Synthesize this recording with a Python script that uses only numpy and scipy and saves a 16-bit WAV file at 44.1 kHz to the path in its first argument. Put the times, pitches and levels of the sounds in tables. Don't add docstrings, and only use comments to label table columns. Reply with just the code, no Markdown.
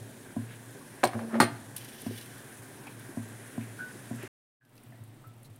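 import sys
import numpy as np
from scipy import signal
from scipy.fft import rfft, irfft, next_fast_len
from scipy.io import wavfile
from scipy.ndimage import uniform_filter1d

SR = 44100
rng = np.random.default_rng(int(sys.argv[2]) if len(sys.argv) > 2 else 0)


def unload_audio(sound):
    columns = np.transpose(np.atleast_2d(sound))
    steps = np.round(np.clip(columns, -1, 1) * 32767)
    wavfile.write(sys.argv[1], SR, steps.astype(np.int16))


def ratio(d):
    e = np.asarray(d, float) / 20
    return 10 ** e


N = 246735
TIME = np.arange(N) / SR

# start in [s], clank level in [dB], dome blow level in [dB],
# rim tick level in [dB], clank pitch in [Hz].
CONTACTS = [(1.0330, -20.5, -19.5, -42.5, 1243), (1.0377, -13.5, -29, -23.5, 1616),
            (1.0377, -13, -20.5, -27.5, 757), (1.0415, -16, -27, -25, 700), (1.0495, -21, -35.5, -39, 600),
            (1.0512, -23, -40.5, -27.5, 604), (1.061, -30, -39.5, -45.5, 525.6),
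            (1.0731, -30, -37, -33.5, 640), (1.1340, -34, -37.5, -59, 1240),
            (1.192, -30, -33.5, -52.5, 1160), (1.343, -28, -34, -57, 1272), (1.354, -28, -33.5, -61, 650),
            (1.4, -40, -30.5, -41, 1500), (1.4015, -10.5, -10.5, -18, 1283),
            (1.4033, -18.5, -16.5, -22.5, 887), (1.411, -17, -15.5, -29.5, 836),
            (1.415, -20, -21.5, -23.5, 1100), (1.4210, -21.5, -33, -30.5, 895),
            (1.426, -23.5, -22, -32, 613), (1.438, -35.5, -26.5, -32.5, 1000)]
# start in [s], peak level in [dB].
THUMPS = [
    (0.366, -22),
    (2.065, -24.5),
    (3.172, -24.5),
    (3.579, -24),
    (4.111, -25.5),
]


def level(x, db):
    return x * ratio(db) / np.sqrt(np.mean(x ** 2))


def band(x, low_hz, high_hz):
    return signal.sosfilt(signal.butter(2, [low_hz, min(high_hz, 0.45 * SR)], "band", fs=SR, output="sos"), x)


def decay(after, t60):
    return np.exp(-np.log(1000) * after / t60)


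def walk(rate):
    k = int(SR / rate)
    steps = np.repeat(rng.standard_normal(N // k + 1), k)
    return 1.3 * uniform_filter1d(uniform_filter1d(steps, k), k)[:N]


def waver(hz, drift_hz):
    return np.sqrt(2) * np.sin(2 * np.pi * np.cumsum(hz + drift_hz * walk(14)) / SR)


def swells(rows, rise_s, t60):
    power = np.zeros(N)
    for s, hold, db in rows:
        rise = np.clip((TIME - s) / rise_s, 0, 1)
        fall = ratio(-60 * np.clip(TIME - s - rise_s - hold, 0, None) / t60)
        power += (ratio(db) * rise * fall) ** 2
    return np.sqrt(power)


def ring(push, modes):
    out = np.zeros(len(push))
    for hz, db, t60 in modes:
        pole = np.exp(2j * np.pi * hz / SR - np.log(1000) / (max(t60, 0.005) * SR))
        out += ratio(db) * signal.lfilter([0, pole.imag], [1, -2 * pole.real, abs(pole) ** 2], push)
    return out


def blows(times, db, contact_s, rattle, rattle_s):
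    out = np.zeros(N)
    after = np.arange(2000) / SR
    push = np.sin(np.pi * np.clip(after / contact_s, 0, 1))
    grit = rng.standard_normal((len(times), len(after))) ** 3 * np.exp(-after / rattle_s)
    for s, gain, trail in zip(times, ratio(np.array(db)), grit):
        i = int(s * SR)
        out[i:i + len(after)] += (gain * (push / push.sum() + rattle * trail))[:N - i]
    return out


def strike(times, db, modes, spread, count):
    start, push = SR, np.zeros(SR)
    out = np.zeros(N)
    chance = rng.standard_normal((len(times), len(modes), count))
    chance = np.sign(chance) * (0.6 + 0.4 * np.abs(chance)) * 0.75 ** np.arange(count)
    detune = rng.uniform(-1.3, 1, (len(modes), count)) * (np.arange(count) > 0)
    for m, (hz, mode_db, t60) in enumerate(modes):
        for k in range(count):
            push[(times * SR).astype(int) - start] = ratio(db) * chance[:, m, k]
            out[start:2 * start] += ring(push, [(hz * (1 + spread * detune[m, k]), mode_db, t60)])
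    return out


def lid_ring():
    # pitch in [Hz], level in [dB], t60 in [s].
    dome_modes = [(239.4, 0.5, 0.15), (289.4, -4, 0.22), (357.6, 1, .19), (495, -2, 0.12), (558, -12, .14),
                  (653, -8.5, 0.25), (713.5, -6, 0.075), (847, -3, 0.12), (921, -8, 0.051), (1170, -4, 0.1),
                  (1220, -5.5, 0.04), (1414, -5, 0.078), (1565, -7, 0.11), (1860, -10.5, 0.11),
                  (2085, -15, 0.16), (2205, -13, 0.16), (2450, -16.5, 0.13)]
    # pitch in [Hz], level in [dB], t60 in [s].
    rim_modes = [(3100, -5.5, 0.044), (3584, -8.5, 0.038), (4020, -11, .22), (4160, -0.5, 0.12),
                 (4330, 4.5, 0.078), (4953, -8, 0.13), (5650, -3.5, .06), (6000, -17, .05),
                 (6600, -14.5, .08), (7300, -9.5, 0.054), (8490, 1, 0.072), (8900, 0, 0.19),
                 (8870, -7.5, 0.11), (9125, -7.5, .1), (9600, -8.5, 0.065), (9700, -4.5, 0.064),
                 (10040, -6.5, .1), (10500, -14.5, 0.09), (12500, -14, 0.092), (12700, -12.5, .12),
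                 (13400, -13.5, .1), (14400, -14, .12)]
    s, _, blow_db, tick_db, _ = np.transpose(CONTACTS)
    held_until_s, held_ring = 1.3, 0.55
    out = np.zeros(N)
    for group, share in [(s < held_until_s, held_ring), (s >= held_until_s, 1)]:
        held_dome = dome_modes * np.array([1, 1, (1 + share) / 2])
        held_rim = rim_modes * np.array([1, 1, share])
        out += strike(s[group], blow_db[group] - 10, held_dome, 0.035, count=3)
        out += strike(s[group], tick_db[group] - 15, held_rim, 0.045, count=5)
    return out


def lid_clank():
    out = np.zeros(N)
    impulse = np.arange(2000) == 0
    for s, db, _, _, hz in CONTACTS:
        i = int(s * SR)
        out[i:i + 2000] += ring(impulse, [(hz, db, 22 / hz), (1.4 * hz, db - 4, 22 / hz)])
    return out


def lid_wash():
    s, _, blow_db, tick_db, _ = np.transpose(CONTACTS)
    washes = [(blow_db - 18, 450, 3200, 0.17),
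              (tick_db - 7.5, 2600, 11000, 0.03),
              (tick_db - 19, 8000, 15000, 0.07)]
    out = np.zeros(N)
    for db, low_hz, high_hz, t60 in washes:
        hits = np.bincount((s * SR).astype(int), ratio(2 * db), N)
        energy = signal.lfilter([1], [1, -np.exp(-2 * np.log(1000) / (t60 * SR))], hits)
        out += np.sqrt(energy) * level(band(rng.standard_normal(N), low_hz, high_hz), 0)
    return out


def lid_rocking():
    # start in [s], hold in [s], level in [dB].
    rolls = [
        (1.14, 0.025, -35),
        (1.2, 0.038, -40),
        (1.262, 0.013, -43),
        (1.295, .012, -44.5),
        (1.325, 0.05, -30),
    ]
    grind = level(band(rng.standard_normal(N), 320, 680), -6.5)
    upper = ratio(-15) * (waver(357, 5.5) + waver(645, 8.2))
    return (waver(230, 5.5) + upper + grind) * swells(rolls, rise_s=0.013, t60=0.064)


def lid_scrape():
    # start in [s], hold in [s], level in [dB].
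    shoves = [
        (1.762, 0.0034, -45.5),
        (1.78, 0.45, -55),
        (2.175, 0.013, -51.5),
        (2.21, .2, -62),
    ]
    # pitch in [Hz], level in [dB], t60 in [s].
    scrape_modes = [(1600, 4, 0.016), (3134, 4, 0.029), (3460, 3, 0.036), (3930, -5, 0.034),
                    (5520, -5, 0.042), (5920, -3.5, 0.04), (9100, 10, 0.028), (10640, 5, 0.014),
                    (12100, -6, .012)]
    grit = rng.standard_normal(N) * ratio(1.8 * walk(120))
    scrape = level(ring(grit, scrape_modes), -1.5)
    scrape += level(band(grit, 1500, 6000), -1) + level(band(grit, 8200, 13000), -1)
    return scrape * swells(shoves, rise_s=0.0015, t60=0.1)


def clicks():
    # start in [s], peak level in [dB], share of the lower band in [dB].
    click_events = [(0.6574, -48, -18), (0.7083, -41, -18), (1.7642, -21, -14.5), (1.7806, -30, -24),
                    (1.8465, -36, -17), (2.0173, -31, -26), (2.1844, -39, -14), (2.212, -34, -7.5),
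                    (2.2593, -37, -10.5), (2.3794, -38, -11), (2.8364, -42, -10), (2.8694, -39, -8.5),
                    (2.9956, -39, -20), (3.286, -39, -27), (4.1584, -39, -19), (4.229, -36.5, -15),
                    (4.65, -41.5, -10), (4.6932, -50, -19), (4.7541, -48, -12), (4.766, -48, -12),
                    (4.778, -43.5, -7), (4.8349, -46, -24), (4.9048, -53, -18), (5.037, -44, -22),
                    (5.077, -52, -22), (5.2174, -56, -20), (5.2694, -51, -15), (5.378, -55, -22),
                    (5.4308, -44, -20), (5.56, -45, -21)]
    out = np.zeros(N)
    after = np.arange(3000) / SR
    for s, db, lower_db in click_events:
        noise = rng.standard_normal(len(after))
        upper_db = 10 * np.log10(max(1 - ratio(2 * lower_db + 8), 0.05))
        tick = level(band(noise, 8200, 12800), upper_db) + level(band(noise, 2000, 6200), lower_db + 6)
        i = int(s * SR)
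        out[i:i + len(after)] += (ratio(db - 9) * tick * decay(after, 0.032))[:N - i]
    return out


def crackle():
    ticks_per_s, base_db, scatter_db = 33, -68, 2.5
    out = np.zeros(N + 2000)
    after = np.arange(2000) / SR
    for at, tone, size in rng.random((int(ticks_per_s * N / SR), 3)):
        low_hz = 7500 + 4500 * tone
        noise = band(rng.standard_normal(len(after)), low_hz, 1.4 * low_hz)
        tick = level(noise, base_db - scatter_db * np.log(size))
        i = int(at * N)
        out[i:i + len(after)] += tick * decay(after, 0.025)
    return out[:N]


def rustles():
    # centre time in [s], rms level in [dB], centre pitch in [Hz], length in [s].
    rustle_events = [
        (0.522, -56.5, 2260, 0.043),
        (1.147, -47, 920, 0.012),
        (1.347, -44, 1140, 0.044),
        (2.875, -55.5, 1490, 0.02),
        (4.004, -71, 6730, 0.62),
        (4.233, -52, 1850, 0.061),
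        (5.456, -60.5, 9500, 0.014),
    ]
    out = np.zeros(N)
    for s, db, hz, length in rustle_events:
        noise = band(rng.standard_normal(N), hz / 1.5, hz * 1.5)
        out += level(noise, db) * np.exp(-((TIME - s) / length) ** 2)
    return out


def pounding():
    # pitch in [Hz], level in [dB], t60 in [s].
    worktop_modes = [(233, -5.5, 0.19), (261.7, -3.5, 0.1), (343, -17.5, 0.086), (626, -2.5, 0.011),
                     (1000, -15.5, 0.12)]
    s, db = np.transpose(THUMPS)
    edge = ring(blows(s - 0.004, db - 21, 0.00031, 0.0026, 0.0042), [(1100, 0, 0.0079), (700, 0, 0.096)])
    body = ring(blows(s, db, 0.00093, 0.00099, 0.0079), worktop_modes)
    return edge + ratio(-1) * body


def knocks(events, split):
    out = np.zeros(N)
    for s, db, hz, t60 in events:
        i = int(s * SR)
        push = blows([s], [0], 0.00011, 0.05, 0.014)[i:i + SR // 2]
        sound = ring(push, [(hz, 0, t60), (hz * (1 + split), -1, 0.55 * t60),
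                            (hz * (1 - split / 2), -7, 0.4 * t60), (hz * (1 + 2 * split), -8, 0.11 * t60)])
        out[i:i + SR // 2] += ratio(db) * sound / np.abs(sound).max()
    return out * ratio(2.4 * walk(90))


def utensils():
    # start in [s], peak level in [dB], pitch in [Hz], t60 in [s].
    low_knocks = [(.747, -37, 402, 0.08), (2.109, -33, 376, 0.07), (2.868, -40, 840, 0.059),
                  (3.089, -42, 350, 0.095), (3.315, -44, 257, 0.077), (3.943, -40.5, 298, .07),
                  (4.232, -33.5, 367, 0.083), (4.757, -52, 458, 0.054), (4.922, -46, 662, 0.13)]
    high_knocks = [(.248, -48, 1580, .11), (.303, -47.5, 1456, 0.11), (.506, -40, 1690, 0.043),
                   (.81, -45, 1100, .07), (2.868, -44, 2380, 0.051), (3.611, -40, 2360, 0.034),
                   (2.782, -53, 5500, .05), (3.005, -51, 3620, 0.071), (3.789, -32.5, 1490, 0.36),
                   (4.226, -39, 2340, 0.045), (4.608, -39, 1548, 0.12), (4.86, -63, 2450, .08),
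                   (4.921, -49, 1770, .07), (4.95, -58, 1940, 0.19), (5.24, -49.5, 1317, 0.21),
                   (5.445, -56.5, 4050, 0.052)]
    return knocks(low_knocks, 0.092) + knocks(high_knocks, 0.074)


def room(x):
    t60, tail_db = 0.5, -19.5
    after = np.arange(int(0.5 * SR)) / SR
    noise = rng.standard_normal(len(after)) * (after > 0.004)
    tail = band(noise, 120, 4200) * decay(after, t60) + 0.5 * noise * decay(after, t60 / 2)
    return x + ratio(tail_db) * signal.fftconvolve(x, tail / np.sqrt(np.sum(tail ** 2)))[:N]


def boom():
    # start in [s], level in [dB].
    bump_events = [(0, -42.5), (.27, -49), (1.045, -38), (1.14, -35.5), (1.42, -34), (1.51, -39.5),
                   (1.6, -47), (1.82, -52), (2.45, -66), (2.58, -48), (2.79, -51), (3.92, -49), (4.21, -63),
                   (4.75, -54), (4.85, -48.5), (4.93, -47.5), (4.999, -43), (5.07, -48.5), (5.26, -46),
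                   (5.35, -48), (5.49, -47.5)]
    bumps = swells([(s, 0, db) for s, db in bump_events], rise_s=0.021, t60=0.26)
    thumps = swells([(s, 0, db - 15.5) for s, db in THUMPS], rise_s=0.015, t60=0.82)
    idle = ratio(-62.5 + walk(3.5))
    return waver(114.7, 4.16) * np.sqrt(bumps ** 2 + thumps ** 2 + idle ** 2)


def kitchen():
    # frequency in [Hz], level in [dB per Hz].
    murmur_spectra = [
        [(15, -53), (25, -15), (80, -21.5), (93, -14), (114, 4), (167, -7.5), (279, -1), (312, -8.5), (349, -5),
         (477, -10), (953, -15.5), (1300, -21), (1590, -13), (2180, -21.5), (5200, -34.5), (6760, -58),
         (11400, -120)],
        [(12, -30), (20, -5), (35, -42.5), (60, -36), (91, -25), (132, 0.5), (182, -19), (241, -7.5),
         (452, -23), (597, -21), (1040, -26), (1910, -27), (5200, -38), (6760, -79), (11400, -120)],
    ]
    hiss_spectra = [
        [(1470, -31), (2500, -1.5), (2830, -5), (3080, -1.5), (4630, -7), (6210, -4.5), (7480, -4.5), (9640, 2),
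         (11300, -4), (12200, -7.5), (14000, -8.5), (15800, -12)],
        [(1470, -32), (2500, -2), (2740, -0.5), (3850, -3.5), (4420, -6.5), (6760, -9.5), (8930, -2),
         (10900, -7), (15800, -8)],
    ]
    # first view's level in [dB], its drift in [dB/s], later view's level in [dB], its drift in [dB/s].
    background = [
        (-51.5, 0.25, -58, -2),
        (-57, 1.17, -69, -3),
        (-57, 0.4, -70, -3),
    ]
    flicker_db = 0.7
    later = TIME > 4.4
    size = next_fast_len(N)
    hz = np.arange(size // 2 + 1) * SR / size + 1
    white = rfft(rng.standard_normal(size))
    centres = 20 * 2 ** np.arange(0, 10.5, 0.5)
    # spectra, band centres, and the range in Hz that sets the level
    layers = [(murmur_spectra, centres[:12], 150, 1000),
              (murmur_spectra, centres[12:15], 1200, 2800),
              (hiss_spectra, centres[15:], 5500, 15000)]
    out = np.zeros(N)
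    for (spectra, bands, low_hz, high_hz), levels in zip(layers, background):
        first_db, first_drift, later_db, later_drift = levels
        shapes = []
        for spectrum in spectra:
            point_hz, point_db = np.transpose(spectrum)
            shapes.append(ratio(np.interp(np.log(hz), np.log(point_hz), point_db)))
        layer = np.zeros(N)
        for centre in bands:
            window = white * np.cos(np.pi * np.clip(np.log2(hz / centre), -0.5, 0.5)) ** 2
            first, second = (irfft(window * shape, size)[:N] for shape in shapes)
            layer += np.where(later, second, first) * ratio(flicker_db * (walk(4) + walk(10)))
        power = band(layer, low_hz, high_hz) ** 2
        rms = np.sqrt(np.where(later, power[later].mean(), power[~later].mean()))
        first_swell = first_db + first_drift * (TIME - 2.1)
        later_swell = later_db + later_drift * (TIME - 5.15)
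        out += layer * ratio(np.where(later, later_swell, first_swell) + flicker_db * walk(110)) / rms
    return out


def scene():
    lid = lid_ring() + lid_clank() + lid_wash() + lid_rocking() + lid_scrape()
    near = lid + clicks() + crackle() + rustles() + pounding() + utensils()
    near = signal.sosfilt(signal.butter(6, 110, "high", fs=SR, output="sos"), room(near))
    return (near + boom() + kitchen())[None]


def roll_off(x):
    return signal.sosfilt(signal.butter(12, 16810, fs=SR, output="sos"), x)


def record(dry):
    before = np.clip((4.279 - TIME) / 0.0026, 0, 1)
    after = np.clip((TIME - 4.602) / 0.22, 0, 1)
    heard = signal.sosfilt(signal.ellip(12, 0.2, 80, 15800, fs=SR, output="sos"), dry)
    return roll_off(heard * (before + after))


dry = scene()
out = record(dry)
unload_audio(out)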